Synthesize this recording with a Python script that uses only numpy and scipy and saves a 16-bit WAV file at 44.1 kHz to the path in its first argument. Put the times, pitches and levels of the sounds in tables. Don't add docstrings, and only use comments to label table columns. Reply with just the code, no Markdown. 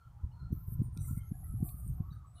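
import sys
import numpy as np
from scipy import signal
from scipy.fft import rfft, irfft
from scipy.io import wavfile
from scipy.ndimage import uniform_filter1d

SR = 44100
rng = np.random.default_rng(int(sys.argv[2]) if len(sys.argv) > 2 else 0)


def dump(signal):
    limited = np.clip(np.atleast_2d(signal).T, -1, 1)
    pcm = np.round(limited * 32767).astype(np.int16)
    wavfile.write(sys.argv[1], SR, pcm)


N = 105840

# (time [s], level near 9, 11, 12.5 and 14 kHz [dB])
SCURRY_LEVELS = [
    [(0.514, -104, -109, -103, -101), (0.526, -81, -59.5, -70, -65), (0.624, -89, -73.5, -68, -68),
     (0.692, -71.5, -64.5, -63, -66), (0.744, -72, -65.5, -60.5, -69), (0.806, -89.5, -90, -75, -78),
     (0.828, -66.5, -68, -78, -73), (0.86, -65.5, -84.5, -86, -70), (0.918, -83, -96, -100, -104),
     (0.935, -70, -76, -93, -92)],
    [(0.99, -66, -79, -70, -92), (1.02, -58, -70, -69, -73), (1.082, -56.5, -56.5, -62, -59.5),
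     (1.156, -66, -65.5, -71, -65), (1.186, -59.5, -64, -60, -63), (1.204, -71, -89, -73, -77),
     (1.3, -85, -86, -91, -87), (1.43, -83, -80, -71, -88), (1.444, -86, -57.5, -72, -71),
     (1.468, -78, -75, -71, -83), (1.62, -74, -73, -70, -81)],
    [(1.65, -64.5, -58, -57, -57), (1.678, -57.5, -57, -49, -54), (1.74, -67, -61.5, -62, -62.5),
     (1.884, -65, -86, -64.5, -79), (1.99, -82.5, -89, -68.5, -98), (2.094, -100, -90, -74, -100),
     (2.14, -79.5, -104, -81, -75), (2.2, -83, -105, -105, -110)],
]
# (centre [Hz], width [Hz], gain [dB], drift [Hz/s])
LEAF_MODES = [(9130, 1400, -2, -7), (11430, 2400, -1.5, -700), (12420, 1100, -3.5, -350),
              (14400, 1500, -3.5, 4.5)]
# (centre [Hz], width [Hz], gain [dB])
HARD_MODES = [(7960, 1100, -0.5), (10500, 810, -21), (15800, 620, -23.5)]
# (time [s], pitch [Hz], level [dB])
SCRAPE_PATH = [(0.998, 11580, -77), (1.201, 11320, -75), (1.28, 11280, -68.5), (1.449, 11090, -64),
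               (1.66, 11060, -66.5), (1.9, 10750, -76)]
# (time [s], peak [dB], centre [Hz], width [Hz], decay [s])
LEG_TICKS = [(0.5235, -61, 12200, 4500, 0.011), (1.176, -50.5, 9300, 1800, 0.0076),
             (1.4415, -55, 12850, 4020, .005), (1.8778, -44.5, 9050, 1590, 0.0018)]
# (time [s], level [dB], treble edge [Hz], decay [s])
WALL_TAPS = [(0.9747, -52, 14100, 0.00092), (1.6881, -58.5, 4800, 0.0056)]
# (centre [Hz], width [Hz], gain [dB])
WALL_MODES = [(2440, 330, -8.5), (3850, 790, -2), (4500, 700, -3.5), (6060, 1500, 1), (8400, 1500, 5.5),
              (12000, 1400, 3.5)]
# (time [s], level [dB], pitch [Hz], width [Hz], decay [s])
NEEDLE_PINGS = [(0.0, -85, 4270, 162, 0.052), (0.02, -87.5, 3140, 397, 0.099),
                (0.314, -80.5, 2950, 110, 0.016), (0.32, -81, 4250, 130, 0.055),
                (0.384, -74.5, 4190, 122, 0.077), (0.52, -80, 5930, 150, 0.028),
                (0.973, -74.5, 3850, 347, 0.043), (0.972, -82, 2500, 215, 0.042),
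                (0.982, -70.5, 6000, 455, 0.093), (1.04, -76, 2056, 103, 0.03),
                (1.07, -66, 7180, 364, 0.042), (1.16, -69, 2122, 122, 0.057), (1.207, -77, 3140, 90, .031),
                (1.328, -75.5, 1664, 90, 0.035), (1.438, -76, 1950, 79, 0.025),
                (1.684, -76, 4420, 248, 0.033), (2.101, -72.5, 3835, 229, 0.038),
                (2.115, -81.5, 6060, 116, 0.031), (2.12, -74, 4450, 120, 0.022),
                (2.125, -71, 1530, 273, 0.028), (2.256, -76.5, 7970, 242, 0.085),
                (2.349, -71, 3950, 660, 0.12), (2.36, -76, 2925, 87, 0.1), (2.335, -70, 9900, 704, 0.12)]
# (time [s], level [dB])
RUMBLE_LEVELS = [(0, -67.5), (0.06, -54.5), (0.2, -53), (0.25, -41), (0.33, -52), (0.45, -42.5),
                 (0.56, -39.5), (0.65, -50.5), (0.8, -35), (0.92, -45), (1.0, -37.5), (1.11, -38.5),
                 (1.22, -44), (1.42, -46), (1.5, -39), (1.62, -36.5), (1.7, -45.5), (1.82, -44.5),
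                 (1.89, -34.5), (2.0, -44), (2.15, -45.5), (2.3, -56), (2.4, -56)]
# (frequency [Hz], relative density [dB])
RUMBLE_SPECTRUM = [(20, -12), (35, -9.5), (55, 3), (85, 2), (125, 1.5), (170, -11), (220, -26.5),
                   (320, -31.5), (450, -50), (800, -75.5)]
# (time [s], peak [dB], pitch [Hz])
FINGER_BUMPS = [(0.2438, -26.5, 67.7), (0.433, -32.5, 87.5), (0.509, -30, 135), (0.5288, -22, 133.5),
                (0.685, -28.5, 87.2), (0.725, -30.5, 96.8), (0.7947, -22, 113.3), (0.803, -22, 99.5),
                (0.819, -21.5, 149.3), (0.886, -32, 105), (0.972, -34.5, 151.2), (1.111, -30, 156),
                (1.132, -30.5, 99), (1.176, -26.5, 125), (1.32, -25.5, 137), (1.5404, -30, 130),
                (1.606, -32.5, 160), (1.6294, -19.5, 132), (1.745, -31, 89), (1.868, -33.5, 96),
                (2.006, -23, 121), (2.119, -35, 98.6), (2.357, -44, 79)]
# (frequency [Hz], relative density [dB])
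RUB_SPECTRUM = [(200, 2.5), (420, -11.5), (900, -51.5)]
# (time [s], level [dB])
CASE_KNOCKS = [(0.522, -38.5), (0.815, -46), (0.967, -46.5), (1.109, -54), (1.31, -48), (1.6282, -37.5),
               (2.003, -47.5)]
# (frequency [Hz], decay [s], gain [dB])
PHONE_MODES = [(296, 0.018, -8), (341, 0.013, -7), (461.4, 0.013, -21)]
# (middle [s], length [s], pitch [Hz], glide [Hz/s], level [dB])
TONE_SWELLS = [(0.045, 0.089, 1358, -200, -69), (0.179, .12, 810, 596, -78.5),
               (0.246, 0.072, 997, 0, -72.5), (0.365, 0.13, 947, 1101, -71),
               (0.448, 0.096, 1366, -700, -70.5), (0.594, 0.06, 1315, 699.5, -73),
               (0.774, 0.42, 1017, 1, -76), (1.01, 0.097, 1334, -500, -71.5),
               (1.101, 0.045, 1040, 7, -70.5), (1.118, 0.079, 1354, 8.5, -66.5),
               (1.23, 0.11, 1360, -1, -72.5), (1.388, 0.14, 737, 300.5, -71.5),
               (1.498, 0.13, 1301, -700, -73), (1.65, 0.13, 730, -500, -68),
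               (1.681, 0.11, 1142, -400, -72.5), (1.78, 0.13, 1242, -0.5, -72), (2.007, 0.056, 720, 3, -71),
               (2.062, 0.14, 1124, 999, -68.5), (2.176, 0.24, 1265, -300, -69.5),
               (2.244, 0.089, 1147, -700, -70), (2.38, 0.094, 1180, 499.5, -74),
               (2.384, 0.041, 670, -3, -73)]
# (frequency [Hz], relative density [dB])
AIR_SPECTRUM = [(180, -33), (300, -4), (580, -2), (760, 2.5), (1050, -.5), (1350, 0.5), (1600, -8),
                (2800, -17.5), (12500, -18.5), (15500, -19.5)]
AIR_EDGES_HZ = (0, 550, 800, 1000, 1200, 1500, 24000)

SLIPS_PER_S, SLIP_SCATTER_DB = 9000, 2
RIPPLE_DB, RIPPLE_STEP_HZ, RIPPLE_CHANGE_S = 5.0, 210, 0.11
DRIFT_ZERO_S = 1.6
HARD_DB, HARD_POWER = -50.5, 2.12
RUSTLE_FLUTTER_DB, RUSTLE_FLUTTER_PER_S = 1.8, 50
FLECK_SPAN_S, FLECK_RANGE_HZ, FLECKS_PER_S = (1.0, 1.95), (6400, 15000), 130
FLECK_MIN_DB, FLECK_SCATTER_DB, FLECK_SIGMA_S = -84, 2.5, 0.013
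RUB_DB = -18
AIR_DB, AIR_FLUTTER_DB, AIR_FLUTTER_PER_S = -76, 2.6, 20


def rustle():
    t, rows = clock(), np.vstack(SCURRY_LEVELS)
    levels = [undb(np.interp(t, rows[:, 0], db, left=-110, right=-110)) for db in rows[:, 1:].T]
    out = np.zeros(N)
    for level, (hz, width, db, drift) in zip(levels, LEAF_MODES):
        ring = resonate(leg_slips(), hz, width, drift * (t - DRIFT_ZERO_S))
        out += level * undb(db) * steadied(ring, span_s=0.044)
    hard = sum(undb(db) * resonate(leg_slips(), hz, width) for hz, width, db in HARD_MODES)
    out += undb(HARD_DB) * (levels[0] / undb(HARD_DB)) ** HARD_POWER * hard
    return out * undb(RUSTLE_FLUTTER_DB * wander(RUSTLE_FLUTTER_PER_S))


def leg_slips():
    slips = (rng.random(N) < SLIPS_PER_S / SR) * rng.standard_normal(N)
    spectrum = rfft(slips * undb(SLIP_SCATTER_DB * rng.standard_normal(N)))
    knots, f = np.arange(0, SR / 2, RIPPLE_STEP_HZ), np.fft.rfftfreq(N, 1 / SR)
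    ripples = [np.interp(f, knots, rng.standard_normal(len(knots))) for _ in range(4)]
    colours = np.stack([irfft(spectrum * undb(RIPPLE_DB * ripple), N) for ripple in ripples])
    progress = clock() / RIPPLE_CHANGE_S + rng.random()
    step, blend, i = progress.astype(int), progress % 1, np.arange(N)
    return (1 - blend) * colours[step % len(colours), i] + blend * colours[(step + 1) % len(colours), i]


def scrape():
    t = clock()
    when, hz, db = np.array(SCRAPE_PATH).T
    ring = resonate(leg_slips(), hz.mean(), width_hz=800, shift_hz=np.interp(t, when, hz) - hz.mean())
    return steadied(ring, span_s=0.04) * undb(np.interp(t, when, db, left=-120, right=-120))


def ticks():
    return sum(undb(db) * crack(start, decay, hz, width) for start, db, hz, width, decay in LEG_TICKS)


def taps():
    return sum(undb(db + gain) / (1 + (hz / edge) ** 6) * crack(when, decay, hz, width)
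               for when, db, edge, decay in WALL_TAPS for hz, width, gain in WALL_MODES)


def pings():
    t, out = clock(), np.zeros(N)
    for start, db, hz, width, decay in NEEDLE_PINGS:
        age, attack_s = t - start, 0.23 * decay
        envelope = np.clip(age / attack_s, 0, 1) * np.exp(-np.maximum(age - attack_s, 0) / decay)
        ring = steadied(resonate(rng.standard_normal(N), hz, width), span_s=0.043)
        out += undb(db) * ring * envelope
    return out


def hand_rumble():
    level_db = np.interp(clock(), *np.array(RUMBLE_LEVELS).T)
    return steadied(coloured(RUMBLE_SPECTRUM), span_s=0.097) * undb(level_db)


def finger_bumps():
    t, bumps = clock(), np.zeros(N)
    for when, db, hz in FINGER_BUMPS:
        u = (np.pi * hz * (t - when)) ** 2
        bumps += undb(db) * (1 - 2 * u) * np.exp(-np.minimum(u, 60))
    rub = uniform_filter1d(np.abs(bumps), size=SR // 200) * coloured(RUB_SPECTRUM)
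    return bumps + undb(RUB_DB) * rub


def case_knocks():
    t, ring = clock(), np.zeros(N)
    for when, db in CASE_KNOCKS:
        age = np.maximum(t - when, 0)
        for hz, decay, gain in PHONE_MODES:
            ring += undb(db + gain) * np.sin(2 * np.pi * hz * age) * np.exp(-age / decay)
    return signal.sosfiltfilt(signal.butter(4, 500, fs=SR, output="sos"), ring)


def flecks():
    age, out = clock()[:SR // 10], np.zeros(N)
    swell = np.exp(-0.5 * ((age - age.mean()) / FLECK_SIGMA_S) ** 2)
    for when, pitch, size in rng.random((int(FLECKS_PER_S * np.ptp(FLECK_SPAN_S)), 3)):
        start = int(np.interp(when, (0, 1), FLECK_SPAN_S) * SR)
        hz = np.interp(pitch, (0, 1), FLECK_RANGE_HZ)
        roughness = unit(np.convolve(rng.standard_normal(len(age)), np.hanning(SR // 200), "same"))
        db = FLECK_MIN_DB - FLECK_SCATTER_DB * np.log(1 - size)
        out[start:start + len(age)] += undb(db) * roughness * np.sin(2 * np.pi * hz * age) * swell
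    return out


def wavering_tones():
    t, out = clock(), np.zeros(N)
    for middle, length, hz, glide, db in TONE_SWELLS:
        band = resonate(rng.standard_normal(N), hz, width_hz=110, shift_hz=glide * (t - middle))
        flutter_db = AIR_FLUTTER_DB / 2 * wander(AIR_FLUTTER_PER_S)
        swell = 1 / (1 + (2 * (t - middle) / length) ** 6)
        out += undb(db + flutter_db) * steadied(band, span_s=0.086) * swell
    return out


def air():
    f = np.fft.rfftfreq(N, 1 / SR)
    spectrum = rfft(undb(AIR_DB) * coloured(AIR_SPECTRUM))
    low, *mids, high = [irfft(spectrum * (f >= lo) * (f < hi), N)
                        for lo, hi in zip(AIR_EDGES_HZ, AIR_EDGES_HZ[1:])]
    return low + high + sum(band * undb(AIR_FLUTTER_DB * wander(AIR_FLUTTER_PER_S)) for band in mids)


def crack(start_s, decay_s, hz, width_hz):
    age = clock() - start_s
    burst = np.sign(rng.standard_normal(N)) * (age >= 0) * np.exp(-np.abs(age) / decay_s)
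    ring = resonate(burst, hz, width_hz)
    return ring / np.abs(ring).max()


def resonate(x, hz, width_hz, shift_hz=0):
    f = np.fft.fftfreq(N, 1 / SR)
    band = np.fft.ifft(np.fft.fft(x) * (f > 0) / (1 + np.abs((f - hz) / (0.51 * width_hz)) ** 4))
    cycles = np.cumsum(shift_hz + np.zeros(N)) / SR
    return unit(np.real(band * np.exp(2j * np.pi * cycles)))


def coloured(points):
    hz, db = np.array(points, float).T
    f = np.fft.rfftfreq(N, 1 / SR)
    gain = undb(np.interp(np.log(f + 1), np.log(hz), db))
    return unit(irfft(rfft(rng.standard_normal(N)) * gain, N))


def steadied(x, span_s):
    return x / np.sqrt(uniform_filter1d(x ** 2, max(int(span_s * SR), 3)) + 0.0067)


def wander(per_s):
    knots = rng.standard_normal(1000)
    return np.sqrt(2) * np.interp(clock() * per_s, np.arange(len(knots)), knots)


def undb(db):
    return 10 ** (np.asarray(db) / 20)


def unit(x):
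    return x / np.sqrt(np.mean(x ** 2) + 1e-30)


def clock():
    return np.arange(N) / SR


def scene():
    treble = rustle() + scrape() + flecks() + ticks() + taps() + pings()
    hand = hand_rumble() + finger_bumps() + case_knocks()
    return (treble + hand + air() + wavering_tones())[None, :]


def record(dry):
    return signal.sosfilt(signal.ellip(12, 0.1, 80, 15550, fs=SR, output="sos"), dry)


dry = scene()
out = record(dry)
dump(out)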